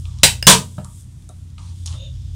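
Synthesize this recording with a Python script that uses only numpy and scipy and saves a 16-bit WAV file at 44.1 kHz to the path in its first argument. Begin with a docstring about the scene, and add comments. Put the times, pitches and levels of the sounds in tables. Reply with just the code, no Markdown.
"""A small room, a phone microphone close to a drink can on a low table. The ring-pull is forced open:
gas bursts twice through the tearing seal, shaking can and table and overloading the input, and the tab
snaps against the lid. Nails tick on the tab, fingers slide on the wall and rub the rim, and the can
knocks on the table. The drink fizzes faintly over a wavering low hum."""
import sys
import numpy as np
from scipy import signal
from scipy.io import wavfile
from scipy.ndimage import uniform_filter1d

SR = 44100
rng = np.random.default_rng(int(sys.argv[2]) if len(sys.argv) > 2 else 0)


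def log_audio(samples):
    """Write samples as a 16-bit WAV file to the path given in sys.argv[1]."""
    # one column per channel
    frames = np.atleast_2d(samples).T
    # limit to full scale, then quantise
    limited = np.clip(frames, -1, 1)
    pcm = np.round(limited * 32767).astype(np.int16)
    wavfile.write(sys.argv[1], SR, pcm)


N = 103635


def amp(db):
    return 10 ** (np.asarray(db) / 20)


def unit_rms(x):
    return x / np.sqrt(np.mean(x ** 2) + 1e-20)


def at_hz(points, hz):
    f, values = np.transpose(points)
    return np.interp(np.log(hz + 1), np.log(f + 1), values)


def fader(rows, col=1):
    rows = np.array(rows)
    return amp(np.interp(np.arange(N) / SR, rows[:, 0], rows[:, col]))


def add(mix, start, sound):
    part = mix[round(start * SR):][:len(sound)]
    part += sound[:len(part)]


def slow_noise(span, size=N):
    return unit_rms(uniform_filter1d(rng.standard_normal(size), span))


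def resonate(x, hz, width):
    """A two-pole resonance of gain 1."""
    return signal.lfilter(*signal.iirpeak(hz, hz / width, SR), x)


def hiss(colour, patchy_db, size=N):
    """Noise of a given colour with drifting patches."""
    hz = np.fft.rfftfreq(1024, 1 / SR)
    real, imag, patches = rng.standard_normal((size // 256 + 5, 513, 3)).T
    patches = unit_rms(uniform_filter1d(uniform_filter1d(patches, 16, 0), 12, 1))
    spectrum = (real + 1j * imag) * amp(at_hz(colour, hz)[:, None] + patchy_db * patches)
    return unit_rms(signal.istft(spectrum, nperseg=1024, noverlap=768)[1][:size])


def ring(modes, wobble=0.92):
    """The dying tones of a struck object, each wavering on its own."""
    t = np.arange(SR // 2) / SR
    wavers = [1 + wobble * slow_noise(500, len(t)) * np.minimum(t / 0.0043, 1) for _ in modes]
    tones = sum(waver * amp(db - 60 * t / t60) * np.sin(2 * np.pi * (hz * t + rng.random() / 4))
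                for waver, (hz, db, t60) in zip(wavers, modes))
    return tones * np.minimum(t / 0.0012, 1)


# Hum in the room: t/s, then level/dB of each of the three tones
HUM_LEVELS = [(0.0, -31, -27, -63), (0.04, -29.5, -37.5, -32.5), (0.52, -33, -34, -35.5),
              (0.69, -37, -48, -65), (0.78, -35, -40, -46), (1.18, -45, -48.5, -43),
              (1.85, -30.5, -46.5, -46), (1.93, -28, -35.5, -37), (2.05, -39, -37.5, -37),
              (2.35, -28, -41, -30)]
def hum(tones_hz=(87.6, 120.5, 61.1), wanders=(.03, .02, .12), flutter_db=1.6):
    """Three low tones that waver in pitch and level."""
    out = np.zeros(N)
    for col, (hz, wander) in enumerate(zip(tones_hz, wanders), 1):
        drift, flutter = (unit_rms(uniform_filter1d(slow_noise(2000), 2000)) for _ in range(2))
        phase = 2 * np.pi * np.cumsum(hz * (1 + wander * drift)) / SR
        out += fader(HUM_LEVELS, col) * amp(flutter_db * flutter) * np.sqrt(2) * np.sin(phase)
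    return out


# Background spectrum at the microphone: f/Hz, level/dB
ROOM_TONE = [(20, -19.5), (59, -7.5), (101, -2.5), (141, -5), (208, -19.5), (291, -21), (419, -38.5),
             (2230, -44), (9010, -44.5), (15700, -61)]
def room_tone(patchy_db):
    """A soft rumble with a trace of hiss."""
    return hiss(ROOM_TONE, patchy_db)


# The drink, close up: t/s, lower band level/dB, upper band level/dB
FIZZ_LEVELS = [(0.0, -58.5, -54), (0.3, -56, -78), (0.42, -60.5, -62), (0.58, -51, -48),
               (0.83, -62.5, -56.5), (0.87, -64, -53.5), (1.0, -61, -49.5), (1.06, -68, -63.5),
               (1.41, -67, -64), (1.61, -65, -77), (1.79, -57, -58.5), (2.07, -59, -70.5),
               (2.35, -57.5, -67)]
# Bubble spectrum: f/Hz, level/dB
FIZZ_SPECTRUM = [(1100, -49), (2000, -20), (3420, 2.5), (4270, -5.5), (5080, -1.5), (5680, -1.5), (8830, 2),
                 (11300, -9.5), (15700, -20)]
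def fizz(split_hz=6540, pops_per_s=60):
    """Fine hiss of bubbles with sparse louder pops; its upper band swells on its own."""
    pops = rng.exponential(1, N) * (rng.random(N) < pops_per_s / SR)
    bubbles = hiss(FIZZ_SPECTRUM, 0.69) * (1 + 30 * uniform_filter1d(pops, 60))
    low, high = (signal.sosfiltfilt(signal.butter(4, split_hz, kind, fs=SR, output="sos"), bubbles)
                 for kind in ("low", "high"))
    return fader(FIZZ_LEVELS) * unit_rms(low) + fader(FIZZ_LEVELS, col=2) * unit_rms(high)


# Fingers on the can wall: t/s, length/s, level/dB
FINGER_SLIDES = [(0.039, 0.38, -58), (1.575, 0.18, -53.5), (1.853, 0.14, -45.5)]
# Spectrum of the rubbed wall: f/Hz, level/dB
WALL_SPECTRUM = [(350, -47), (600, -17), (976, 0.5), (1600, -17), (3420, -7.5), (9160, -9.5),
                 (11000, -20.5), (14300, -51.5)]
def finger_slides():
    """Skin brushes the can wall in short swishes."""
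    out = np.zeros(N)
    for start, length, db in FINGER_SLIDES:
        t = np.arange(round(length * SR)) / SR
        fade = np.clip(np.minimum(t / 0.0079, (length - t) / 0.055), 0, 1)
        add(out, start, amp(db) * hiss(WALL_SPECTRUM, 1.5, len(t)) * fade)
    return out


def contact_noise(decay_s=0.0013, size=600):
    return rng.standard_normal(size) * np.exp(-np.arange(size) / SR / decay_s)


# Nails, close to the microphone: t/s, peak level/dB, bright spot f/Hz, relative tab ring level/dB
NAIL_TICKS = [(0.054, -33.5, 2900, -11.5), (0.187, -33.5, 5400, -18), (0.846, -25.5, 8600, -10),
              (1.2909, -29.5, 8330, -22), (1.581, -34.5, 2800, -4.5), (1.594, -40.5, 3960, -7),
              (1.8598, -17, 7200, -33), (1.8639, -17.5, 6090, -47), (1.873, -20.5, 5170, -54),
              (1.8774, -22, 3730, -33), (1.927, -29.5, 3570, -25), (1.939, -42, 3260, -8)]
# Modes of the tab: f/Hz, level/dB, t60/s
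TAB_MODES = [(680, -8.5, 0.031), (950, -7, 0.33), (1153, -4, 0.19), (1223, -4, 0.2)]
def nail_ticks(low_hz=2170, top_hz=10200):
    """Short scratchy clicks, each with its own bright spot, set the tab ringing."""
    out = np.zeros(N)
    for start, db, hz, tab_db in NAIL_TICKS:
        band = signal.butter(4, [low_hz, min(top_hz, 2 * hz)], "band", fs=SR, output="sos")
        scratch = signal.sosfilt(band, contact_noise())
        click = 0.21 * scratch + resonate(resonate(scratch, hz, 0.6 * hz), hz, 1.2 * hz)
        add(out, start, amp(db) * click / abs(click).max())
        add(out, start, amp(db + tab_db) * ring(TAB_MODES) / 2)
    return out


# The seal, close up: t/s, gas level/dB, gas decay/s, can level/dB, thud level/dB, gas bass gain/dB
SEAL_CRACKS = [(0.2325, 8, 0.0066, -33.5, -12, -4.5), (.468, 8, 0.023, -9, -8, 6)]
# Spectrum of the escaping gas: f/Hz, level/dB
GAS_SPECTRUM = [(59, -27.5), (100, -10), (156, -8.5), (307, -16), (830, -11), (980, -5), (1350, -13),
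                (3080, -5), (4240, -4.5), (6470, -8), (8520, -3.5), (13500, -25), (14500, -19.5),
                (15700, -22.5)]
# Modes of the can: f/Hz, level/dB, t60/s
CAN_MODES = [(444.6, 0.5, 0.27), (995, -7, 0.3), (1067, -5, 0.067), (2970, -9, .08)]
# Modes of the table under it: f/Hz, level/dB, t60/s
TABLE_MODES = [(147.3, -4, .16), (190, -3.5, 0.07), (440.3, -12, 0.08), (609, -2.5, 0.065),
               (722, -6.5, 0.052), (906, -5, 0.02), (1270, -4.5, 0.04), (3800, -15, 0.03)]
def seal_cracks(bass_hz=1320):
    """Gas bursts through the tearing seal; the rush shakes the can and the table thuds."""
    gas, body = np.zeros((2, N))
    t = np.arange(4096) / SR
    for start, db, decay_s, can_db, thud_db, bass_db in SEAL_CRACKS:
        colour = [(hz, level + bass_db / (1 + (hz / bass_hz) ** 4)) for hz, level in GAS_SPECTRUM]
        burst = np.minimum(t / 0.0015, 1) * np.exp(-t / decay_s)
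        add(gas, start, amp(db) * hiss(colour, 0.98, len(t)) * burst)
        swell = (1 - np.exp(-np.arange(SR // 2) / SR / decay_s)) ** 2
        add(body, start, amp(can_db) * swell * ring(CAN_MODES))
        add(body, start, amp(thud_db) * ring(TABLE_MODES))
    return gas, body


# Modes of the lid: f/Hz, level/dB
LID_MODES = [(700, -5.5), (1715, -2.5), (2400, -2), (2845, -2), (3330, -6.5), (5040, 2), (8490, -6.5)]
def tab_snap(start=.4262, t60=.012):
    """The tab snaps against the lid, which rings very briefly."""
    out = np.zeros(N)
    add(out, start, amp(-11) * ring([(hz, db, t60) for hz, db in LID_MODES]))
    add(out, start, amp(-19.5) * contact_noise())
    return out


# The can on the low table: t/s, level/dB
CAN_KNOCKS = [(0.781, -17), (1.292, -34.5), (1.94, -31)]
def can_knocks():
    """A dull impact and a short rattle drive the modes of the table."""
    out = np.zeros(N)
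    for start, db in CAN_KNOCKS:
        force = contact_noise(decay_s=0.011, size=4096)
        force[0] += 18  # the impact ahead of the rattle
        force /= np.linalg.norm(force)
        add(out, start, amp(db) * signal.fftconvolve(force, ring(TABLE_MODES)) / 2)
    return out


# A finger on the rim: t/s, level/dB
RUB_LEVELS = [(1.93, -45), (2.056, -44.5), (2.17, -67)]
# Resonances of the rim: f/Hz, width/Hz, level/dB
RIM_BANDS = [(553, 94, -3.5), (2930, 560, -3), (3630, 250, 4.5), (6680, 230, -6)]
def rim_rub():
    """Skin slips along the rim: grainy noise in a few resonances."""
    t = np.arange(N) / SR
    grit = rng.standard_normal(N) * amp(1.9 * slow_noise(300))
    rim = sum(amp(db) * unit_rms(resonate(resonate(grit, hz, width), hz, width))
              for hz, width, db in RIM_BANDS)
    fade = np.clip(np.minimum(t - RUB_LEVELS[0][0], RUB_LEVELS[-1][0] - t) / 0.069, 0, 1)
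    return fade * fader(RUB_LEVELS) * unit_rms(rim)


# Reverberation of the small room: f/Hz, t60/s
ROOM_DECAY = [(120, 0.55), (330, 0.23), (870, 0.22), (2300, 0.2), (6060, 0.21)]
def room_echo(x):
    """Dense random echoes, each band dying at its own speed; a mid and a side tail."""
    hz, t, spectrum = signal.stft(rng.standard_normal((2, SR // 2)), SR, nperseg=256)
    decay = amp(-60 * t / at_hz(ROOM_DECAY, hz)[:, None])
    tails = signal.istft(spectrum * decay, SR, nperseg=256)[1]
    return signal.fftconvolve(x[None], tails / np.linalg.norm(tails[0]), axes=1)[:, :N]


def scene():
    """The can close and central, the room around it, in very narrow stereo."""
    gas, body = seal_cracks()
    handling = nail_ticks() + tab_snap() + can_knocks() + finger_slides() + rim_rub()
    echo_mid, echo_side = room_echo(amp(-2.5) * gas + amp(-14.5) * body + amp(-5.5) * handling)
    direct_gas = amp(-1.5) * gas
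    mid = direct_gas + body + handling + echo_mid + fizz() + hum() + amp(-42) * room_tone(0.58)
    side = amp(-31) * (echo_side + amp(-3.5) * fizz() + direct_gas) + amp(-73.5) * room_tone(1.5)
    return np.array([mid + side, mid - side])


def record(dry, top_hz=15800):
    """This close, the phone's input clips hard on the cracks; a low-pass follows."""
    lowpass = signal.firwin(511, top_hz, window=("kaiser", 9), fs=SR)
    return signal.oaconvolve(np.clip(dry, -.98, .98), lowpass[None], "same")


dry = scene()
out = record(dry)
log_audio(out)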